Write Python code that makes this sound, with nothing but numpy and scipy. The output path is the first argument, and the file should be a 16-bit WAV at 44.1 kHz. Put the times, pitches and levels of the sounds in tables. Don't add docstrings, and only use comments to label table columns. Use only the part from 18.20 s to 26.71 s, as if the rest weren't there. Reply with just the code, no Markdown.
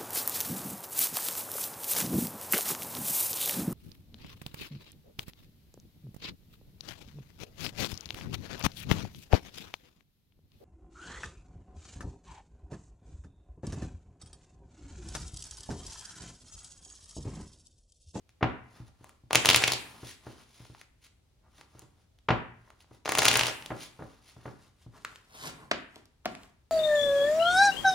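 import sys
import numpy as np
from scipy import signal
from scipy.fft import rfft, irfft, next_fast_len
from scipy.io import wavfile

SR = 44100
rng = np.random.default_rng(int(sys.argv[2]) if len(sys.argv) > 2 else 0)


def transcribe(u):
    v = np.clip(np.atleast_2d(u).T, -1, 1)
    q = np.round(v * 32767).astype(np.int16)
    wavfile.write(sys.argv[1], SR, q)


N = 375291


def flick(db, hz, ms, tick_db, puff_db):
    ring = [(hz / 3.3, -30), (hz / 2.6, -13), (hz / 1.5, -7), (hz, 0),
            (hz * 1.3, -7), (hz * 2.3, -12), (hz * 5.4, -26), (hz * 6, -50)]
    card = burst(ring, 0.4 * ms, 0.57 * ms)
    tick = burst([(4500, -45), (6500, 2.5), (11000, -3), (16500, -13.5)], 0.087 * ms, 0.69 * ms)
    puff = burst([(120, -27), (350, -1.5), (800, -0.5), (1300, -5), (2500, -45)], 0.17 * ms, 0.35 * ms)
    return gain_of(db) * (card + gain_of(tick_db) * tick + gain_of(puff_db) * puff)


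# t/s, level/dB, card f/Hz, relative tick level/dB
SNAPS = [(0.092, -55.5, 2480, -3), (0.843, -45, 919, -2), (.893, -50.5, 1292, 0.5),
         (1.1074, -30, 1460, -16.5), (1.13, -21, 2760, -1.5), (1.1473, -19.5, 2507, -9.5),
         (1.1545, -11.5, 2715, -3.5), (1.1696, -28.5, 3794, -3.5), (1.248, -23, 1760, -9),
         (1.2566, -15.5, 3096, -3), (1.2691, -23, 3280, -3.5), (1.288, -10, 3090, -15.5),
         (1.2993, -14, 3446, -11.5), (1.3095, -18.5, 2907, -11.5), (1.3311, -21.5, 3947, -13.5),
         (1.3445, -12, 2646, -23), (1.3599, -17.5, 3843, 3), (1.371, -25.5, 2806, 1.5),
         (1.421, -26, 1838, -4), (1.4366, -15.5, 2497, -36.5), (1.4756, -26, 2526, 0),
         (1.4786, -19.5, 3215, -9), (1.5012, -30, 2580, -11), (1.5185, -22, 4480, -14),
         (1.5333, -24, 4116, -10.5), (2.452, -51, 1020, -18), (2.548, -46, 1130, -20),
         (2.613, -44, 2020, -5.5), (2.846, -58.5, 3876, 5), (3.411, -45, 1920, -10),
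         (3.593, -54.5, 4500, 11), (3.619, -57, 3500, -0.5), (3.987, -58, 3200, -23),
         (4.502, -49, 1253, -9.5), (4.605, -53.5, 2960, -13), (4.644, -58.5, 876, -20),
         (4.748, -61.5, 1360, 0.5), (4.8569, -30.5, 2495, -27), (4.8774, -30, 1600, -31),
         (4.891, -26, 2270, -1.5), (4.9198, -25, 2010, 0), (4.951, -23, 2646, -3),
         (4.974, -24.5, 1810, -4.5), (4.9839, -22.5, 3130, 3.5), (4.99, -17.5, 3780, -12),
         (5.0039, -33.5, 1862, -2), (5.0186, -23, 2194, -4), (5.0316, -28.5, 3167, 4.5),
         (5.0472, -24, 2745, -4.5), (5.0527, -15.5, 2737, -1), (5.0621, -21, 2450, -6),
         (5.0809, -12, 3537, -14), (5.0855, -20, 3450, 0), (5.1126, -19, 2645, -8),
         (5.1301, -26.5, 3320, -0.5), (5.14, -21.5, 2153, -2), (5.1543, -17.5, 2650, -13),
         (5.1638, -24.5, 1980, -24), (5.1718, -31, 3394, 15), (5.1921, -19, 2770, -8),
         (5.209, -19.5, 2530, -20), (5.233, -22, 2890, -32.5), (5.257, -28, 3400, -25),
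         (5.2671, -26, 3500, -3.5), (5.2833, -30.5, 2770, -24.5), (5.423, -39, 2740, -27),
         (5.46, -35.5, 3470, -5.5), (6.848, -27, 1600, -13), (6.958, -43.5, 3060, -28),
         (7.758, -44, 3240, -16), (7.855, -55, 4660, -14), (8.151, -38.5, 2396, -21),
         (8.233, -50.5, 3320, -9)]
RIFFLED_MS, CAUGHT_MS = 3.2, 2.2

def snaps():
    cards, aloft, force = np.zeros((3, N))
    spans = [(rows[0][0], rows[-1][0]) for rows in RIFFLES]
    for s, db, hz, tick_db in SNAPS:
        stretch = np.exp(0.17 * rng.standard_normal())
        progress = [(s - start) / (end - start) for start, end in spans if start <= s <= end]
        if progress:
            excess_db = db + 22
            ms = RIFFLED_MS * stretch * gain_of(0.24 * excess_db)
            puff_db = -21.5 + 0.42 * excess_db - 8 * progress[0]
            add(cards, s, flick(db, hz, ms, tick_db, puff_db - db))
            add(force, s, push(db - 11, ms=3.9))
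        else:
            add(aloft, s, flick(db, hz, CAUGHT_MS * stretch, tick_db, puff_db=-7.5))
    return cards, aloft, force


# t/s, level/dB
RIFFLES = [
    [(1.1, -58), (1.2, -45.5), (1.3, -38.5), (1.386, -37), (1.56, -50)],
    [(4.85, -44.5), (4.95, -39), (5.048, -31), (5.128, -30.5), (5.22, -41), (5.3, -37.5)],
]
# f/Hz, level/dB
FALL_COLOUR = [(150, -14), (400, -1.5), (1600, 0.5), (2900, -6.5), (6000, -5.5), (10000, -17.5),
               (15000, -22), (16500, -25)]

def patter():
    t = np.arange(N) / SR
    outline = sum(gain_of(np.interp(t, *np.transpose(rows), -200, -200)) for rows in RIFFLES)
    return coloured(grit(per_s=400, spread_db=3.5, decay_ms=1.2), FALL_COLOUR) * outline


def blow(db, hz, ms, crack_db):
    colour = [(80, -20), (hz / 6.4, -5), (hz, 0), (hz * 3.24, -12), (hz * 9.6, -45), (16000, -75)]
    thud = burst(colour, 1, ms, size=8192)
    crack = burst([(1500, -28.5), (3500, -4), (5500, -8.5), (8000, -14.5), (16000, -24)], 0.054, 1.3)
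    add(thud, 0, gain_of(crack_db) * crack)
    return gain_of(db) * thud


# t/s, level/dB, decay/ms, relative boom
# level/dB
KNOCKS = [(.208, -40.5, 47, 0), (.226, -20.5, 6.9, 8), (0.238, -27, 8.3, -6.5), (.6, -58, 8, 29),
          (0.808, -60, 10, 17), (1.035, -65, 12, 25), (1.829, -47.5, 19, 16), (2.066, -42.5, 9.4, 10),
          (2.401, -59, 6.6, 24), (2.497, -56, 6.9, 19), (3.549, -56, 9.4, 15.5), (3.621, -56, 7, 13.5),
          (4.085, -20, 9, -6.5), (4.103, -21, 13.2, 7.5), (4.709, -53, 11, 10), (5.502, -35.5, 24, 4),
          (5.517, -35.5, 5.7, 7), (5.79, -46, 48, 11), (5.82, -41, 7.3, 9.5), (6.164, -52, 8, 14.5),
          (6.254, -39, 11, 8), (6.277, -42, 10, 6.5), (6.662, -57, 11, 24.5), (7.762, -48, 5.1, -13.5)]

def knocks():
    cards, force = np.zeros((2, N))
    for s, db, ms, boom_db in KNOCKS:
        excess_db = db + 45
        hardness_hz = 480 * gain_of(0.22 * excess_db)
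        crack_db = -77 + 0.4 * excess_db
        add(cards, s, blow(db, hardness_hz, ms, crack_db - db))
        add(force, s, push(db + boom_db, ms=1200 / hardness_hz))
    return cards, force


# t/s, level/dB, hardness f/Hz, decay/ms, relative crack level/dB
SLAPS = [(7.512, -18.5, 1550, 4.5, -15), (8.046, -53, 1203, 25, -32), (8.056, -24, 860, 2.16, -3.5),
         (8.06, -33.5, 900, 5.1, -4)]
CUP_HZ, CUP_T60_S, CUP_DB = 736, 0.036, -17

def slaps():
    aloft, t = np.zeros(N), np.arange(8192) / SR
    cup = gain_of(-60 * t / CUP_T60_S) * np.sin(2 * np.pi * CUP_HZ * t)
    for s, *row in SLAPS:
        hit = blow(*row)
        hum = signal.fftconvolve(hit, cup / np.linalg.norm(cup))[:len(t)]
        add(aloft, s, hit + gain_of(CUP_DB) * hum)
    return aloft


def push(db, ms):
    bump = np.hanning(round(ms * SR / 1000) + 2)
    return gain_of(db) * bump / bump.sum()


# f/Hz, level/dB, t60/s
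TABLE_MODES = [(62, -7, .14), (90, -2, .12), (122, 5, .24), (165, -3, .1), (200, -4, .1), (255, -3, .12),
               (322, 0, .15), (608, -5, .12), (1060, -6, .05)]

def table_boom(force):
    t = np.arange(16384) / SR
    ring = sum(gain_of(db - 60 * t / t60) * np.sin(2 * np.pi * hz * t) for hz, db, t60 in TABLE_MODES)
    return signal.fftconvolve(force, ring / abs(ring).max())[:N]


# peak t/s, hiss level/dB, length/ms, drag level/dB
RUBS = [(0.104, -71, 11, -86), (0.58, -64.5, 107, -61), (0.681, -67, 24, -60), (0.882, -69, 122, -67.5),
        (1.698, -59.5, 290, -58), (1.899, -47, 69, -69), (2.109, -59.5, 88, -60), (2.21, -61.5, 44, -59),
        (2.413, -60.5, 183, -67), (2.604, -63.5, 70, -70.5), (2.859, -59, 38, -69), (3.27, -94, 51, -69.5),
        (3.395, -63, 70, -60.5), (3.6, -67.5, 130, -65.5), (3.815, -76, 78, -74.5), (4.495, -73, 120, -65),
        (4.619, -64, 29, -71), (4.75, -67.5, 61, -65), (5.44, -61.5, 350, -59), (5.635, -45.5, 53, -65),
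        (5.9, -66, 230, -68), (6.097, -59.5, 57, -70), (6.27, -64, 130, -60), (6.445, -67, 97, -68),
        (6.626, -68, 56, -75), (6.771, -66, 38, -58), (6.92, -63.5, 164, -64), (7.18, -53.5, 79, -54.5),
        (7.27, -42, 61, -43), (7.41, -66.5, 129, -56.5), (7.778, -67, 80, -64), (8.121, -65, 58, -57),
        (8.235, -65.5, 107, -59.5)]
# f/Hz, level/dB
HISS_COLOUR = [(600, -32.5), (1200, -7), (2100, 0), (3700, 1), (6500, -2), (10000, -4), (14500, -13),
               (16500, -20.5)]
DRAG_COLOUR = [(50, -10.5), (120, -3), (280, -4.5), (600, -6.5), (1050, -3.5), (2000, -12.5), (4000, -42.5)]
RISE_SHARE = 0.61

def rubbing():
    t_ms = np.arange(-SR // 2, SR // 2) / SR * 1000
    hiss, drag = np.zeros((2, N + SR))
    side = np.where(t_ms < 0, RISE_SHARE, 1 - RISE_SHARE)
    for s, hiss_db, ms, drag_db in RUBS:
        swell = gain_of(-6 * (abs(t_ms) / (side * ms)) ** 1.5)
        add(hiss, s, gain_of(hiss_db) * swell)
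        add(drag, s, gain_of(drag_db) * swell)
    fine = coloured(grit(per_s=3000, spread_db=2.5, decay_ms=1.5), HISS_COLOUR)
    coarse = coloured(grit(per_s=600, spread_db=2.2, decay_ms=5), DRAG_COLOUR)
    return fine * hiss[SR // 2:][:N] + coarse * drag[SR // 2:][:N]


# f/Hz, t60/s
ROOM_DECAY = [(80, 0.6), (500, 0.37), (2000, 0.58), (6000, 0.23), (14000, 0.96)]
# f/Hz, level/dB
ROOM_COLOUR = [(80, 8.5), (500, 0.5), (2000, -2.5), (6000, 1), (14000, -17)]

def room(x):
    hz, t = np.fft.rfftfreq(256, 1 / SR), np.arange(420) * 64 / SR
    decay = gain_of(read(ROOM_COLOUR, hz)[:, None] - 60 * t / read(ROOM_DECAY, hz)[:, None])
    tail = signal.istft(diffuse(len(t), hz) * decay, nperseg=256, noverlap=192)[1]
    tail *= 1 - np.exp(-(np.arange(tail.shape[1]) / SR / 0.0011) ** 2)
    return signal.fftconvolve(x[None], tail / np.linalg.norm(tail[0]), axes=1)[:, :N]


# f/Hz, level/dB
HUSH_COLOUR = [(20, -11.5), (45, 4), (65, 5), (110, -12.5), (300, -20), (800, -27.5), (1500, -34),
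               (4000, -33), (10000, -40.5), (16500, -48)]

def hush():
    hz = np.fft.rfftfreq(1024, 1 / SR)
    spectra = diffuse(N // 256 + 5, hz) * gain_of(read(HUSH_COLOUR, hz))[:, None]
    return gain_of(-62.5) * unit_rms(signal.istft(spectra, nperseg=1024, noverlap=768)[1][:, :N])


# f/Hz, left-right correlation
LIKENESS = [(60, 1), (300, 0.32), (1500, 0.17), (4000, 0.043), (8000, 0.17)]

def diffuse(frames, hz):
    a, b, c, d = rng.standard_normal((frames, len(hz), 4)).T
    same, left = read(LIKENESS, hz)[:, None], a + 1j * b
    return np.array([left, same * left + np.sqrt(1 - same ** 2) * (c + 1j * d)])


# t/s, left delay/samples
LEFT_LAG = [(6.2, 0), (7.05, 2), (7.1, 11), (7.48, 8), (8, 6), (8.4, 1)]

def carried(near):
    lag = np.round(np.interp(np.arange(N) / SR, *np.transpose(LEFT_LAG))).astype(int)
    return np.array([near[np.arange(N) - lag], near])


# f/Hz, left lead/rad
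PORT_PHASE = [(1000, 0), (6200, .2), (7400, 2.6), (8500, 3.1), (10200, 0), (11300, -1.4), (12800, -3.1),
              (14700, -6.1), (16500, -6.7)]

def ports(pair):
    size = next_fast_len(N)
    half = np.exp(.5j * read(PORT_PHASE, np.fft.rfftfreq(size, 1 / SR)))
    return irfft(rfft(pair, size) * np.array([half, 1 / half]), size)[:, :N] * gain_of([[.3], [-.3]])


def burst(points, rise_ms, decay_ms, size=2048):
    ms = np.arange(size) / SR * 1000
    shape = (1 - np.exp(-ms / rise_ms)) ** 2 * np.exp(-ms / decay_ms)
    shape /= shape.max()
    colour = gain_of(read(points, np.fft.rfftfreq(size, 1 / SR)))
    sound = rng.standard_normal(size) * shape
    for _ in range(2):
        sound = irfft(colour * np.exp(1j * np.angle(rfft(sound))), size) * np.sqrt(shape)
    return sound * np.sqrt(np.sum(shape ** 2) / np.sum(sound ** 2))


def grit(per_s, spread_db, decay_ms):
    sizes = gain_of(spread_db * np.minimum(rng.exponential(1, N), 4))
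    onsets = rng.random(N) < per_s / SR
    grain = np.exp(-np.arange(800) / SR * 1000 / decay_ms)
    return rng.standard_normal(N) * signal.oaconvolve(sizes * onsets, grain)[:N]


def coloured(x, points):
    size = next_fast_len(len(x))
    colour = gain_of(read(points, np.fft.rfftfreq(size, 1 / SR)))
    return unit_rms(irfft(rfft(x, size) * colour, size)[:len(x)])


def read(points, hz):
    f, value = np.transpose(points)
    return np.interp(np.log(hz + 1), np.log(f + 1), value)


def high_passed(x, hz):
    return signal.sosfilt(signal.butter(2, hz, "high", fs=SR, output="sos"), x)


def gain_of(db):
    return 10 ** (np.asarray(db) / 20)


def unit_rms(x):
    return x / np.sqrt(np.mean(x ** 2) + 1e-20)


def add(mix, s, sound):
    part = mix[round(s * SR):][:len(sound)]
    part += sound[:len(part)]


def scene():
    falling = patter()
    riffled, caught, snap_force = snaps()
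    knocked, knock_force = knocks()
    aloft = caught + slaps()
    hands = high_passed(falling + riffled + knocked, 170) + rubbing()
    boom = high_passed(table_boom(snap_force + knock_force), 68)
    near = hands + boom + high_passed(aloft, 220)
    around = room(hands + gain_of(-11) * boom + gain_of(-3) * aloft)
    return ports(carried(near) + gain_of(-6.5) * around + hush())


def record(dry):
    band_limit = signal.firwin(511, 16300, window=("kaiser", 9), fs=SR)
    return signal.oaconvolve(high_passed(dry, hz=60), band_limit[None], "same")


dry = scene()
out = record(dry)
transcribe(out)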